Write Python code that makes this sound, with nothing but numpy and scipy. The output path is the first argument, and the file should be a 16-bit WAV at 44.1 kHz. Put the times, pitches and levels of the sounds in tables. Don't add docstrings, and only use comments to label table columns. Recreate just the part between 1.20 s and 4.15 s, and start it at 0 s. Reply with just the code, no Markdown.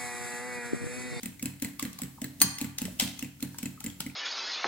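import sys
import numpy as np
from scipy import signal
from scipy.fft import rfft, irfft
from scipy.io import wavfile
from scipy.ndimage import uniform_filter1d

SR = 44100
rng = np.random.default_rng(int(sys.argv[2]) if len(sys.argv) > 2 else 0)


def amp(db):
    return 10 ** (np.asarray(db, float) / 20)


def write(x):
    x = np.atleast_2d(x).T
    wavfile.write(sys.argv[1], SR, np.round(np.clip(x, -1, 1) * 32767).astype(np.int16))


N = 130095

# [t/s, peak level/dB, strongest tone f/Hz, tone share/dB]
BOTTOM_TAPS = [(0.0324, -23.5, 2070, -10.5), (0.0573, -26.5, 2000, -10), (0.2263, -23, 10560, -4.5),
               (0.2563, -22, 2630, -4.5), (0.4223, -18, 13800, -13), (0.446, -24.5, 2034, -4),
               (0.626, -20.5, 2060, -11), (0.651, -28, 2020, -1.5), (0.818, -24, 7760, 1),
               (0.8334, -30, 2000, -15), (1.0171, -25.5, 7900, -4), (1.042, -31.5, 14800, 4),
               (1.4131, -19.5, 8700, -20), (1.444, -30.5, 14600, -5), (1.617, -22, 8600, -13),
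               (1.6523, -26.5, 3080, -6.5), (2.0253, -26, 2710, 0), (2.0453, -38.5, 2490, 3),
               (2.226, -21.5, 4150, -6), (2.4296, -24.5, 2130, -12), (2.4563, -28.5, 7050, -1),
               (2.6411, -24.5, 14800, -3), (2.6628, -27.5, 2100, -7), (2.8639, -32, 2090, 3.5),
               (2.898, -44.5, 2360, 6)]
# [t/s, peak level/dB, strongest tone f/Hz, tone share/dB]
WALL_TAPS = [
    (0.1952, -35.5, 2200, 0.5),
    (0.399, -38.5, 13600, -18),
    (0.5953, -21.5, 2170, -8.5),
    (0.7879, -27.5, 7140, -3),
    (1.3847, -24, 3170, -9),
    (1.5842, -18, 6330, -7),
    (1.9918, -25.5, 6460, -4),
    (2.3854, -24.5, 7660, -2.5),
    (2.6044, -30, 2070, -10.5),
    (2.804, -20.5, 3100, -2.5),
]
# [t/s, peak level/dB, strongest tone f/Hz, tone share/dB]
WALL_KNOCKS = [(0.73, -34.5, 7600, -14), (1.2025, -26.5, 6500, -4), (1.7982, -10.5, 3180, -2),
               (1.8075, -24, 4000, -3), (1.8205, -26.5, 3580, -1), (2.8035, -33, 1414, 5.5),
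               (2.2045, -36.5, 2430, -6), (2.7, -37, 3300, 2), (2.344, -45, 1600, 6),
               (2.4575, -40, 2560, 8.5), (1.7905, -38, 2900, 5), (1.4055, -36, 2400, 6),
               (1.0435, -36, 1750, 5), (1.6535, -37, 1900, 4)]
# [t/s, peak level/dB, f/Hz]
THUMPS = [(0.032, -32.5, 230), (0.058, -29, 228), (0.228, -26, 240), (0.256, -30, 271), (0.422, -24.5, 265),
          (0.447, -27.5, 217), (0.625, -26, 274), (0.651, -27, 246), (0.819, -30, 245), (0.834, -31.5, 201),
          (1.018, -27.5, 244), (1.042, -28.5, 218), (1.211, -25.5, 277), (1.242, -26, 196),
          (1.414, -24.5, 262), (1.445, -30.5, 219), (1.617, -25, 235), (1.65, -26, 210), (1.797, -41, 254),
          (1.822, -23, 234), (1.854, -33, 217), (2.026, -27, 250), (2.227, -24, 259), (2.431, -27, 228),
          (2.458, -31.5, 250), (2.645, -30.5, 217), (2.663, -28.5, 251), (2.802, -34.5, 198),
          (2.862, -30, 254.6)]
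# [t/s, peak level/dB, f/Hz]
POPS = [(0.424, -49, 546), (0.595, -30.5, 1210), (0.798, -40.5, 800), (0.984, -40.5, 967),
        (1.018, -37.5, 665), (1.446, -41, 1517), (1.681, -35.5, 623), (1.798, -34, 787),
        (2.198, -50.5, 1490), (2.345, -41.5, 970), (2.385, -40.5, 986), (2.576, -43.5, 1290),
        (2.608, -44.5, 880), (2.804, -38.5, 950), (0.7875, -42, 1200), (0.978, -47, 1250),
        (1.403, -40, 900), (1.411, -42, 800), (1.615, -42, 900), (2.612, -44, 1400)]
# [t/s, peak level/dB]
CLANGS = [
    (1.2105, -23),
    (1.2158, -2),
    (1.2195, -19),
]

RIM_HZ = [830, 945, 1165, 1400, 2448, 4300, 4364, 6390, 6480, 6590, 8800, 8907, 11570, 14495]
# [level/dB, t60/s]
RIM_DECAY = [(-22, .04), (-19, 0.039), (-18, 0.044), (-20, .03), (-19, 0.072), (-3, .02), (-7, .05),
             (-5, .02), (-5, 0.044), (-6, 0.042), (-4, .02), (-2, 0.055), (-10, .04), (-15, .09)]
# [f/Hz, level/dB, t60/s]
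MORE_RIM_MODES = [(1763, -24, 0.073), (1960, -21.5, 0.087), (2044, -24, .08), (3167, -15, 0.045),
                  (4810, -9.5, 0.06), (5340, -15, .04), (6000, -18, .07), (6290, -16, 0.08), (7500, -25, .06),
                  (10100, -15, .03), (12170, -13, .05), (13300, -16, 0.035), (15100, -15, .06),
                  (15400, -18, .05)]
# [f/Hz, level/dB, t60/s]
BOWL_MODES = [(2070, -2.5, 0.033), (2620, -3, 0.029), (3148, -3, 0.025), (4150, -0.5, 0.02),
              (7360, 6.5, 0.027), (7840, 4.5, 0.022), (8380, -3, .02)]
# [f/Hz, level/dB, t60/s]
TABLE_MODES = [(61.2, -15.5, 0.5), (99, -6, 0.4), (136.14, -1, 0.46), (184.9, -2, 0.37),
               (223.5, -0.5, 0.29), (250, -3.5, 0.43), (285, -1.5, 0.44), (339, -11, 0.21),
               (368, -16.5, .25), (415, -21, 0.23), (466, -21, 0.24), (500.6, -22, 0.21), (593, -24, .15)]

# [f/Hz, level/dB]
SCRAPE_COLOUR = [(300, -24), (800, -21), (1300, -10), (2100, 0.5), (4000, -5), (7800, 5.5), (11000, -3),
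                 (16000, 1)]
# [f/Hz, level/dB]
WALL_COLOUR = [(300, -42), (900, -12.5), (2000, -6), (3200, -1), (4500, 0.5), (6500, 1.5), (10000, -2),
               (16000, -4)]
# [f/Hz, level/dB]
KNOCK_COLOUR = [(300, -28), (900, -18), (2200, -15), (3200, 0), (4500, -0.5), (7000, 4.5), (10000, -1.5),
                (16000, -9)]
# [f/Hz, level/dB]
BOTTOM_WASH = [(350, -8), (500, -9), (946, -2.5), (1200, -12), (1600, -1), (2300, -3), (5160, -11.5),
               (7600, -6.5)]
# [f/Hz, level/dB]
WALL_WASH = [(300, -22), (500, -8.5), (774, -2.5), (1100, -9), (1970, -4.5), (3350, 0), (9090, -6),
             (16000, -10)]
# [f/Hz, level/dB]
RATTLE_COLOUR = [(400, -14), (1200, -6), (2000, -3), (3000, -6), (5000, 0), (7500, -4), (11000, -4),
                 (15000, -2)]
# [f/Hz, level/dB per Hz]
HUM_COLOUR = [(15, -52), (25, -33), (60, -8), (256, -4.5), (400, -23.5), (1000, -36.5), (2100, -34.5),
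              (16000, -29.5)]
# [f/Hz, t60/s]
ROOM_T60 = [(250, 0.5), (1000, 0.96), (4000, 0.49), (15000, 0.09)]
# [f/Hz, level/dB]
ROOM_COLOUR = [(250, -2.6), (1000, 3.7), (4000, -3), (15000, -2.5)]

BASS_SIDE_DB = -22.5
SWELL_S, FADE_S, TICK_LATE_S = 0.0016, 0.0012, 0.0014
TONE_RISE_S, TONE_T60_S, BOWL_DB, SCATTER_DB = 0.0008, 0.0099, -23, 5
SCRAPE_DB, SPREAD_DB = -5, -3
BOUNCE_GAP_S, BOUNCE_SWELL_S, BOUNCE_DB, BOUNCE_BOWL_DB = 0.045, 0.00032, 2.5, 8
THUMP_RISE_S, THUMP_HOLD_S, THUMP_FADE_S = 0.0011, 0.01095, 0.0026
OVERTONE_DB, TABLE_DB, TREMBLE_DB = -21, -11.5, -81
POP_T60_S, POP_RISE_S, POP_GLIDE = 0.025, 0.001, 0.13
SLOSH_DB, SLOSH_HZ, SLOSH_FADE_S = -28, 1310, 0.031
WASH_T60_S, WASH_TOP_T60_S, WASH_SPLIT_HZ, WASH_RISE_S = 0.47, 0.33, 7500, 0.0017
WASH_ALIKE = 0.3
FLICKER_DB, FLICKER_S = 2, 0.0035
CRACK_DB, CLANG_RISE_S, BURST_DB, BURST_S = -10, 0.0013, 5, 0.004


def colour(x, points):
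    hz, db = np.array(points).T
    f = np.maximum(np.fft.rfftfreq(x.shape[-1], 1 / SR), 1)
    return irfft(rfft(x) * amp(np.interp(np.log(f), np.log(hz), db)), x.shape[-1])


def unit(x):
    return x / np.sqrt(np.mean(x ** 2))


def add(out, s, x):
    i = max(int(s * SR), 0)
    out[i:i + len(x)] += x[:N - i]


def rise(t, rise_s):
    return 1 - np.exp(-t / rise_s)


def decay(t, t60_s):
    return np.exp(-np.log(1000) * t / t60_s)


def wander(window_s):
    size = int(window_s * SR)
    return unit(uniform_filter1d(uniform_filter1d(rng.standard_normal(N), size), size))


def ring(modes, length_s, db=0, turn=0):
    t = np.arange(int(length_s * SR))[:, None] / SR
    hz, level, t60 = np.array(modes).T
    return (amp(level + db) * decay(t, t60) * np.sin(2 * np.pi * (hz * t + turn))).sum(axis=1)


def hum():
    mid, side = colour(rng.standard_normal((2, N)), HUM_COLOUR)
    side = colour(side, [(100, BASS_SIDE_DB), (905, 0)])
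    level = amp(-48 + 2.5 * wander(0.068))
    return level * np.array([mid + side, mid - side]) / np.std(mid)


def wash(rows, points, wash_db):
    power, t, out = np.zeros(N), np.arange(SR) / SR, 0
    for s, db, *_ in rows:
        add(power, s, amp(np.array([2 * (db + wash_db)])))
    shared, left, right = unit(colour(rng.standard_normal((3, N)), points))
    noise = np.sqrt(WASH_ALIKE) * shared + np.sqrt(1 - WASH_ALIKE) * np.array([left, right])
    low = signal.sosfilt(signal.butter(1, WASH_SPLIT_HZ, fs=SR, output="sos"), noise)
    for part, t60_s in ((low, WASH_T60_S), (noise - low, WASH_TOP_T60_S)):
        fall = (decay(t, t60_s) * rise(t, WASH_RISE_S)) ** 2
        level = np.sqrt(np.abs(signal.fftconvolve(power, fall)[:N]))
        out = out + part * amp(FLICKER_DB * wander(FLICKER_S)) * level
    return out


def thumps():
    out, push, t = np.zeros(N), np.zeros(N), np.arange(2048) / SR
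    shape = rise(t, THUMP_RISE_S) * np.exp(-np.maximum(t - THUMP_HOLD_S, 0) / THUMP_FADE_S)
    for s, db, hz in THUMPS:
        phase = 2 * np.pi * hz * t
        add(out, s, amp(db) * shape * (np.sin(phase) + amp(OVERTONE_DB) * np.sin(2 * phase)))
        add(push, s + 0.00392, amp(np.array([db])))
    body = ring(TABLE_MODES, 0.8, TABLE_DB)
    body = body * rise(np.arange(len(body)) / SR, 0.0034)
    tremble = amp(TREMBLE_DB) * rng.standard_normal(N)
    return out + signal.fftconvolve(push + tremble, body)[:N], push


def taps(rows, points):
    out, wide = np.zeros(N), np.zeros(N)
    hiss, other = unit(colour(rng.standard_normal((2, N)), points))
    lead_s = 512 / SR
    t = np.arange(4096) / SR - lead_s
    soft = rise(np.arange(int(0.05 * SR)) / SR, TONE_RISE_S)
    chance = rng.standard_normal((len(rows), len(BOWL_MODES)))
    bounces = np.diff([row[0] for row in rows], prepend=-1) % 9 < BOUNCE_GAP_S
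    for (s, db, hz, tone_db), c, bounce in zip(rows, chance, bounces):
        db = db + bounce * BOUNCE_DB
        swell_s = BOUNCE_SWELL_S if bounce else SWELL_S
        shape = np.where(t < 0, np.exp(np.minimum(t, 0) / swell_s), np.exp(-t / FADE_S))
        shape = amp(SCRAPE_DB) * shape
        i = int(s * SR) % (N - len(t))
        start_s = s + TICK_LATE_S - lead_s
        add(out, start_s, amp(db) * shape * hiss[i:i + len(t)])
        add(wide, start_s, amp(db + SPREAD_DB) * shape * other[i:i + len(t)])
        tone = ring([(hz, tone_db + 4.0, TONE_T60_S)], 0.05) * soft
        add(out, s + TICK_LATE_S / 2, amp(db) * tone)
        bowl_db = BOWL_DB + bounce * BOUNCE_BOWL_DB + SCATTER_DB * c
        add(out, s, amp(db) * ring(BOWL_MODES, 0.08, bowl_db, c))
    return np.array([out, wide])


def kitchen(x):
    t, tail = np.arange(int(0.7 * SR)) / SR, 0
    hz, t60 = np.array(ROOM_T60).T
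    octave = np.log2(np.maximum(np.fft.rfftfreq(len(t), 1 / SR), 1))
    for k, t60_s in enumerate(t60):
        share = np.sqrt(np.interp(octave, np.log2(hz), np.arange(len(hz)) == k))
        band = irfft(rfft(rng.standard_normal((2, len(t)))) * share, len(t))
        tail = tail + band * decay(t, t60_s) / np.sqrt(t60_s * SR / np.log(1000) / 2)
    early = amp(8 * np.exp(-t / 0.011))
    tail = colour(tail, ROOM_COLOUR) * rise(t, 0.00067) * early
    return signal.fftconvolve(x[None], tail, axes=1)[:, :N]


def egg(push):
    out, t = np.zeros(N), np.arange(4096) / SR
    for s, db, hz in POPS:
        phase = 2 * np.pi * hz * (t + POP_GLIDE * (t / 0.021 - 1) * t / 2)
        add(out, s, amp(db) * decay(t, POP_T60_S) * rise(t, POP_RISE_S) * np.sin(phase))
    fade = np.exp(-np.arange(SR // 2) / SR / SLOSH_FADE_S)
    drag = signal.fftconvolve(push, fade)[:N]
    grains = rng.standard_normal(N) * amp(3.7 * np.minimum(rng.exponential(size=N), 6.5))
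    wet = unit(colour(grains, [(300, -20), (600, 0), (SLOSH_HZ, -8), (2500, -3), (9000, -4)]))
    return out + amp(SLOSH_DB) * drag * wet


def clangs():
    out, t = np.zeros(N), np.arange(SR // 2) / SR
    crack = unit(colour(rng.standard_normal(len(t)), SCRAPE_COLOUR))
    crack = crack * np.exp(-t / 0.0019) * amp(CRACK_DB)
    modes = np.vstack([np.column_stack([RIM_HZ, RIM_DECAY]), MORE_RIM_MODES])
    swell = rise(t, CLANG_RISE_S) * amp(BURST_DB * np.exp(-(t / BURST_S) ** 2))
    for (s, db), turn in zip(CLANGS, rng.random((len(CLANGS), len(modes)))):
        add(out, s, amp(db) * (ring(modes, 0.5, -8.5, turn / 8) * swell + crack))
    return out


def scene():
    low, push = thumps()
    low = amp(-2) * low
    ticks, wide = (taps(BOTTOM_TAPS, SCRAPE_COLOUR) + taps(WALL_TAPS, WALL_COLOUR)
                   + taps(WALL_KNOCKS, KNOCK_COLOUR))
    rim, wet = clangs(), egg(push)
    bright = ticks + rim + wet

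    port_lag_s, lag_share = 0.00008, 0.63
    f = np.fft.rfftfreq(N, 1 / SR)
    late = irfft(rfft(bright) * np.exp(-2j * np.pi * f * port_lag_s), N) * lag_share
    late = late + bright * np.sqrt(1 - lag_share ** 2) / 2
    during_clang = np.abs(np.arange(N) / SR - CLANGS[1][0] - 0.04) < 0.045
    side = amp(BASS_SIDE_DB) * np.roll(low, 60) + wide
    left = bright + (amp(2.5) - 1) * wet + low + side
    right = late * amp(0.5 + 2.5 * during_clang) + low - side

    trail = wash(BOTTOM_TAPS, BOTTOM_WASH, -23)
    trail = trail + wash([(0, -29)] + WALL_TAPS, WALL_WASH, -24.5)
    trail = trail + wash(WALL_KNOCKS, WALL_WASH, -18.5) + wash(CLANGS, RATTLE_COLOUR, -34)
    to_room = amp(-6) * ticks + amp(-3.5) * rim + amp(-4.5) * wet + amp(-12.0) * low
    return np.array([left, right]) + trail + kitchen(to_room) + amp(-6) * hum()


def band_limit(x):
    return signal.sosfilt(signal.butter(12, 16990, fs=SR, output="sos"), x)


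def record(dry):
    top_cut = signal.ellip(8, 0.2, 70, 16000, fs=SR, output="sos")
    return band_limit(signal.sosfilt(top_cut, dry))


dry = scene()
out = record(dry)
write(out)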